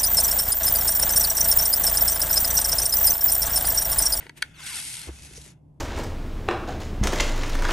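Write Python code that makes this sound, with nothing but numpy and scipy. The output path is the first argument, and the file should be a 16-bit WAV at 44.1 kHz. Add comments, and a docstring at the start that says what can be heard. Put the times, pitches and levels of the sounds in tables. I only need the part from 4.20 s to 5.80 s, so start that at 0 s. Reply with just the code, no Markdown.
"""A small room with a low hum, where a steel tape measure is drawn out of its plastic case, close up.
Fingers tick, scuff and thud on the case, then the hook snaps free and rings the shell.
Friction in the slot makes the blade hiss, fast at first, then slowly, with sharp catches and thin
squeals; its bending modes fall as it lengthens, giving a metallic swish. The case thumps down on a
padded mat and is nudged a few times; the blade stops and the hum remains."""
import sys
import numpy as np
from scipy import signal
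from scipy.fft import rfft, irfft
from scipy.io import wavfile

SR = 44100
rng = np.random.default_rng(int(sys.argv[2]) if len(sys.argv) > 2 else 0)


def file_out(sig):
    """Save sig as 16-bit WAV at sys.argv[1]."""
    # one column per channel
    cols = np.atleast_2d(sig).T
    # limit, then scale
    lim = np.clip(cols, -1, 1)
    pcm = np.round(lim * 32767).astype(np.int16)
    wavfile.write(sys.argv[1], SR, pcm)


N = 70560
TIME = np.arange(N) / SR
FREQS = np.maximum(np.fft.rfftfreq(N, 1 / SR), 1)

# colour of the room tone: (frequency [Hz], relative level [dB])
ROOM_TONE_COLOUR = [(25, -9.5), (60, -9.5), (130, 6.5), (200, -4), (300, -5.5), (450, -19.5), (900, -20),
                    (1400, -42.5), (3000, -52.5), (12000, -51)]
# partials of the hum: (frequency [Hz], level [dB])
HUM_PARTIALS = [(64.6, -57), (107.7, -66.5), (150.7, -54)]
# the hook shifts under the fingers: (time [s], half length [s], level [dB], brightness [Hz])
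HOOK_RUBS = [(0.012, 0.067, -49, 2190), (0.179, 0.011, -46, 12000), (0.23, 0.066, -54.5, 2200)]
# colour of the hook rubbing on the case: (frequency [Hz], relative level [dB])
HOOK_RUB_COLOUR = [(600, -6), (1150, -10), (1500, -2), (2200, -1), (3000, -1), (4500, -7.5), (7500, -5.5),
                   (9400, 2), (12000, -3)]
# bright ring of hook and case when struck: (frequency [Hz], t60 [s], gain [dB])
CASE_RING_MODES = [(1502, 0.019, -1), (1687, 0.014, 0), (2188, 0.023, -2), (3295, 0.014, -6.5),
                   (3735, 0.0088, -6), (4500, 0.019, -1), (5270, 0.0091, -11.5), (6324, 0.017, -10),
                   (8260, 0.013, -12), (9370, 0.0061, -3), (10770, 0.0098, -2.5)]
# hollow knock of the shell: (frequency [Hz], t60 [s], gain [dB])
SHELL_KNOCK_MODES = [(487, 0.029, -9), (934, 0.019, -7), (1950, 0.017, 0.5)]
# fingers tick on the case: (time [s], gain [dB], brightness [Hz], relative shell knock [dB])
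FINGER_TAPS = [(.0075, -37, 1650, -18), (0.027, -44, 1500, 5), (0.0666, -37.5, 2000, 0),
               (0.0945, -33, 4070, -6), (0.0975, -38, 1500, 1)]
# dull thuds: a finger on the case, then the case landing and being nudged:
# (time [s], boom gain [dB], knock gain [dB], knock pitch [Hz])
DULL_THUDS = [(.058, -63.5, -41.5, 397), (0.8725, -29.5, -36.5, 308), (0.884, -31.5, -40.5, 690),
              (0.8903, -54, -27, 339), (1.015, -41, -47, 300), (1.111, -40.5, -40, 366),
              (1.179, -39.5, -36.5, 453), (1.263, -66, -43, 390)]
# the hook slips and snaps free: (time [s], gain [dB], brightness [Hz])
SNAP_CONTACTS = [(0.2218, -26.5, 11840), (0.2231, -29.5, 13930), (.2243, -14.5, 7030), (0.2264, -16, 2154)]
# loudness of the sliding blade: (time [s], level [dB], relative ring of blade and case [dB])
PULL_ENVELOPE = [(.3, -67, 8), (.355, -66.5, 13), (.4, -49, 4), (.48, -37.5, -4), (.585, -35, -5.5),
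                 (.64, -36, -16), (.76, -37, -14), (.83, -42, -3.5), (.87, -45, -3), (.905, -55.5, 1),
                 (.96, -49.5, -11), (1.02, -51, -12), (1.045, -45.5, -36), (1.08, -50.5, -6),
                 (1.145, -51.5, -8), (1.168, -45, -11), (1.21, -53, -36), (1.262, -48.5, -16),
                 (1.315, -56.5, -7), (1.35, -78.5, 8.5), (1.42, -100, 12)]
# how far the blade is out: (time [s], length [m])
FREE_LENGTH = [(.34, .067), (.415, .08), (.44, .089), (.57, .125), (.65, .151), (.8, .184), (1.32, .22)]
# colour of the hiss at speed: (frequency [Hz], relative level [dB])
FAST_HISS_COLOUR = [(300, -16.5), (600, -35), (850, -11.5), (1200, -40), (2100, -3.5), (3400, -5),
                    (5200, -3.5), (7300, -5.5), (8000, -1.5), (8600, 4.5), (9400, 1), (10000, 1.5),
                    (11000, 5.5), (11700, -9), (12500, -18)]
# colour of the hiss at a crawl: (frequency [Hz], relative level [dB])
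SLOW_HISS_COLOUR = [(300, -2.5), (700, -7.5), (1100, -9.5), (2100, -3.5), (3600, -4.5), (5000, -3.5),
                    (6400, 0.5), (7800, -3.5), (9200, -4.5), (10500, 5), (11300, -6), (12300, -24)]
# resonances of the case around the sliding blade: (frequency [Hz], width [Hz], relative level [dB])
CASE_RASP_MODES = [(1484, 200, -1), (2130, 110, 0.5), (2630, 270, -2.5), (3480, 157.6, -3.5)]
# colour of the blade's bending modes: (frequency [Hz], relative level [dB])
SWISH_COLOUR = [(600, -20), (830, -9), (1400, -6), (2100, -2), (4500, 1), (9000, -6)]
# the blade catches in the slot: (time [s], gain [dB])
SLOT_CATCHES = [(.4767, -27), (.7266, -27), (.768, -24), (.8163, -23), (1.1755, -34), (1.2150, -33)]
# the blade sings: (time [s], half length [s], pitch [Hz], width [Hz], level [dB])
BLADE_SQUEALS = [(0.822, 0.034, 4200, 30, -51), (1.014, 0.06, 2545, 40, -57.5),
                 (1.172, 0.016, 5820, 600, -48.5)]
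# stereo image of the close sounds: (frequency [Hz], left lead [rad], left minus right [dB])
STEREO_IMAGE = [(100, 0, 0), (1300, 0, .8), (2000, .3, 1.6), (3000, 1.0, 3), (4500, .6, 3.8),
                (6500, .3, 2.5), (7500, .7, 1.5), (8550, 0, 0), (9400, -1.4, 0), (10280, -3.14, 0),
                (11000, -4.8, 0), (11700, -6.1, 0)]

CASE_LOW_CUT_HZ, TOP_CUT_HZ = 1110, 13100


def from_db(db):
    """Decibels to gain."""
    return 10 ** (np.asarray(db) / 20)


def unit_rms(x):
    """Scale to unit level."""
    return x / np.sqrt(np.mean(x ** 2) + 1e-20)


def over_time(rows):
    """Columns of an envelope at every sample."""
    times, *columns = np.transpose(rows)
    return [np.interp(TIME, times, c) for c in columns]


def over_frequency(rows):
    """Columns of a spectrum at every frequency."""
    hz, *columns = np.transpose(rows)
    return [np.interp(np.log(FREQS), np.log(hz), c) for c in columns]


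def coloured(x, colour):
    """EQ a sound and bring it to unit level."""
    return unit_rms(irfft(rfft(x) * from_db(over_frequency(colour)[0]), N))


def soften(x, hz):
    """One-pole low-pass."""
    pole = np.exp(-2 * np.pi * hz / SR)
    return signal.lfilter([1 - pole], [1, -pole], x + 1e-18)


def low_cut(x, hz):
    """Two-pole high-pass."""
    return signal.sosfilt(signal.butter(2, hz, "high", fs=SR, output="sos"), x + 1e-18)


def drift(rate_hz):
    """A smooth random wobble at unit level."""
    return unit_rms(irfft(rfft(rng.standard_normal(N)) / (1 + (FREQS / rate_hz) ** 2), N))


def swell(s, half_s):
    """A bell-shaped fade in and out, peaking at time s."""
    return np.exp(-((TIME - s) / half_s) ** 2)


def ring(s, hz, t60):
    """A mode struck at time s: a dying sine of height 1."""
    click = signal.unit_impulse(N, int(s * SR))
    r, w = from_db(-60 / (t60 * SR)), 2 * np.pi * hz / SR
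    return signal.lfilter([0, np.sin(w)], [1, -2 * r * np.cos(w), r * r], click + 1e-18)


def resonate(x, hz, width_hz):
    """Band resonance with gain 1 at its peak."""
    r, w = np.exp(-np.pi * width_hz / SR), 2 * np.pi * hz / SR
    return signal.lfilter(np.array([1, 0, -1]) * (1 - r * r) / 2, [1, -2 * r * np.cos(w), r * r], x)


def room_tone(noise_db=-56.5):
    """A bed of low noise, centred in the bass, and a hum wavering in level and phase."""
    sides = from_db(1.5) * low_cut(rng.standard_normal((2, N)), 250)
    noise = coloured(rng.standard_normal(N) + sides, ROOM_TONE_COLOUR)
    hum = sum(from_db(db + 2 * drift(12)) * np.sin(2 * np.pi * hz * TIME + 1.7 * drift(7.2))
              for hz, db in HUM_PARTIALS)
    return from_db(noise_db) * noise + hum


def friction(grains_per_s=5200, grain_share=.24, sides_top_hz=6800):
    """Sliding surfaces: fine hiss grained with tiny catches, plus duller noise for stereo width."""
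    sizes = from_db(1.5 * np.minimum(rng.exponential(1, N), 3)) * rng.choice([-1, 1], N)
    grains = unit_rms(sizes * (rng.random(N) < grains_per_s / SR))
    centre = np.sqrt(grain_share) * grains + np.sqrt(1 - grain_share) * rng.standard_normal(N)
    sides = soften(soften(rng.standard_normal((2, N)), sides_top_hz), sides_top_hz)
    return centre + sides


def hook_rubs():
    """Short scuffs of the hook against the case."""
    rub = coloured(friction(), HOOK_RUB_COLOUR)
    fade_in = np.interp(TIME, [0, .005], [0, 1])
    return fade_in * sum(from_db(db) * swell(s, half_s) * unit_rms(soften(rub, hz))
                         for s, half_s, db, hz in HOOK_RUBS)


def crack(s, decay_s):
    """The attack of a hard contact: a very short, bright noise burst."""
    age = np.maximum(TIME - s, 0)
    burst = rng.standard_normal(N) * (age > 0) * np.exp(-age / decay_s)
    return low_cut(burst, CASE_LOW_CUT_HZ)


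def case_click(s, bright_hz):
    """One contact cracks and rings hook and case; so small a body radiates little bass."""
    modes = sum((-1) ** k * from_db(db) * ring(s, hz, t60)
                for k, (hz, t60, db) in enumerate(CASE_RING_MODES))
    attack = from_db(-5) * crack(s, decay_s=.0015)
    return soften(low_cut(modes, CASE_LOW_CUT_HZ) + attack, bright_hz)


def finger_taps():
    """Fingers set off small clicks, each with a hollow knock of the shell."""
    taps = np.zeros(N)
    for s, db, bright_hz, shell_db in FINGER_TAPS:
        shell = sum(from_db(mode_db) * ring(s, hz, t60) for hz, t60, mode_db in SHELL_KNOCK_MODES)
        taps += from_db(db) * (case_click(s, bright_hz) + from_db(shell_db) * shell)
    return taps


def dull_thuds(landing_s=.89, scuff_s=.0116, scuff_db=-39, scuff_hz=870):
    """Low booms with dull knocks: a finger on the case, then its scuffing landing and nudges."""
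    hits = sum(from_db(boom_db) * ring(s, hz=67, t60=.26) + from_db(knock_db) * ring(s, hz, t60=.035)
               for s, boom_db, knock_db, hz in DULL_THUDS)
    thumps = soften(low_cut(hits, 54), 500)
    scuff = unit_rms(soften(soften(friction(), scuff_hz), scuff_hz))
    return thumps + from_db(scuff_db) * np.exp(-abs(TIME - landing_s) / scuff_s) * scuff


def hook_snap():
    """The hook breaks free: a quick run of contacts heard as one loud click."""
    return sum(from_db(db) * case_click(s, hz) for s, db, hz in SNAP_CONTACTS)


def bowed_tone(hz, width_hz):
    """A resonance kept ringing by friction; its pitch and width may glide."""
    phase = 2 * np.pi * np.cumsum(hz * np.ones(N)) / SR
    width = width_hz * np.ones(N)
    clock = np.cumsum(width / width.mean())  # a wider band wobbles faster
    sine_gain, cosine_gain = (np.interp(clock, np.arange(N), drift(width.mean())) for _ in range(2))
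    return unit_rms(sine_gain * np.sin(phase) + cosine_gain * np.cos(phase))


def blade_swish(stiffness_m2_hz=1.024, width_share=.03):
    """Damped bending modes of the free blade, driven by its speed, fall as 1 / length squared."""
    length, = over_time(FREE_LENGTH)
    speed = soften(np.gradient(length), 9.7)
    drive = np.sqrt(np.clip(speed / speed.max(), 0, 1))
    pitches = [stiffness_m2_hz * ((k + .5) / length) ** 2 for k in range(2, 20)]
    tones = sum(bowed_tone(hz, width_share * hz) * (hz < TOP_CUT_HZ) for hz in pitches)
    return drive * coloured(tones / np.sqrt(length), SWISH_COLOUR)


def grit(specks_per_s=110, decay_s=.0012, depth=1.6):
    """Gain on the hiss: specks in the slot make it flare in brief, uneven bursts."""
    specks = (rng.random(N) < specks_per_s / SR) * rng.random(N)
    flares = signal.lfilter([1], [1, -np.exp(-1 / (decay_s * SR))], specks)
    return unit_rms(1 + depth * flares)


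def blade_slide(crossfade_db=-45.5, crossfade_width_db=7, flutter_db=.9):
    """Friction at the slot hisses, rasps in the case and rings the blade."""
    level_db, ringing_db = over_time(PULL_ENVELOPE)
    rub, drag = friction(), friction()
    # the louder the pull, the more the hiss takes on its fast colour
    fast = .5 + .5 * np.tanh((level_db - crossfade_db) / crossfade_width_db)
    hiss = fast * coloured(rub, FAST_HISS_COLOUR) + (1 - fast) * coloured(rub, SLOW_HISS_COLOUR)
    rasp = unit_rms(sum((-1) ** k * from_db(db) * resonate(drag, hz, width)
                        for k, (hz, width, db) in enumerate(CASE_RASP_MODES)))
    ringing = from_db(-2) * rasp + from_db(-1.5) * blade_swish()
    scrape = from_db(1.24) * hiss * grit() + from_db(ringing_db) * ringing
    gate = np.interp(TIME, [.22, .24], [0, 1])  # opens as the hook snaps free
    return gate * from_db(level_db + flutter_db * drift(rate_hz=40)) * scrape


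def blade_catches(band_hz=(3400, 9000)):
    """The moving blade snags in the slot with thin, sharp ticks."""
    ticks = sum(from_db(db) * crack(s, decay_s=.0018) for s, db in SLOT_CATCHES)
    return signal.sosfilt(signal.butter(2, band_hz, "band", fs=SR, output="sos"), ticks)


def blade_squeals():
    """The slowing blade sings thinly or rasps brightly for a moment."""
    return sum(from_db(db) * swell(s, half_s) * bowed_tone(hz, width)
               for s, half_s, hz, width, db in BLADE_SQUEALS)


def place_close(x):
    """Near sound reaches left and right with its own phase and level at each frequency."""
    lead, balance_db = over_frequency(STEREO_IMAGE)
    left, right = rfft(x)
    tilt = from_db(balance_db / 2)
    return irfft(np.array([left * tilt, right / tilt * np.exp(-1j * lead)]), N)


def room_reverb(x, t60=.1, wet_db=-18, damping_hz=3810):
    """The small room returns a short, dull tail, different on each side."""
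    tail = soften(rng.standard_normal((2, N)), damping_hz) * from_db(-60 * TIME / t60)
    return from_db(wet_db) * signal.fftconvolve(x, unit_rms(tail) / np.sqrt(N), axes=1)[:, :N]


def scene():
    """The tape measure up close with a touch of reverb, over dry thuds and room tone."""
    tape = blade_slide() + blade_squeals() + finger_taps() + hook_snap() + blade_catches() + hook_rubs()
    return place_close(tape) + dull_thuds() + room_reverb(tape) + room_tone()


def record(dry):
    """A steep high cut on the whole mix."""
    return signal.sosfilt(signal.cheby2(16, 60, TOP_CUT_HZ, fs=SR, output="sos"), dry)


dry = scene()
out = record(dry)
file_out(out)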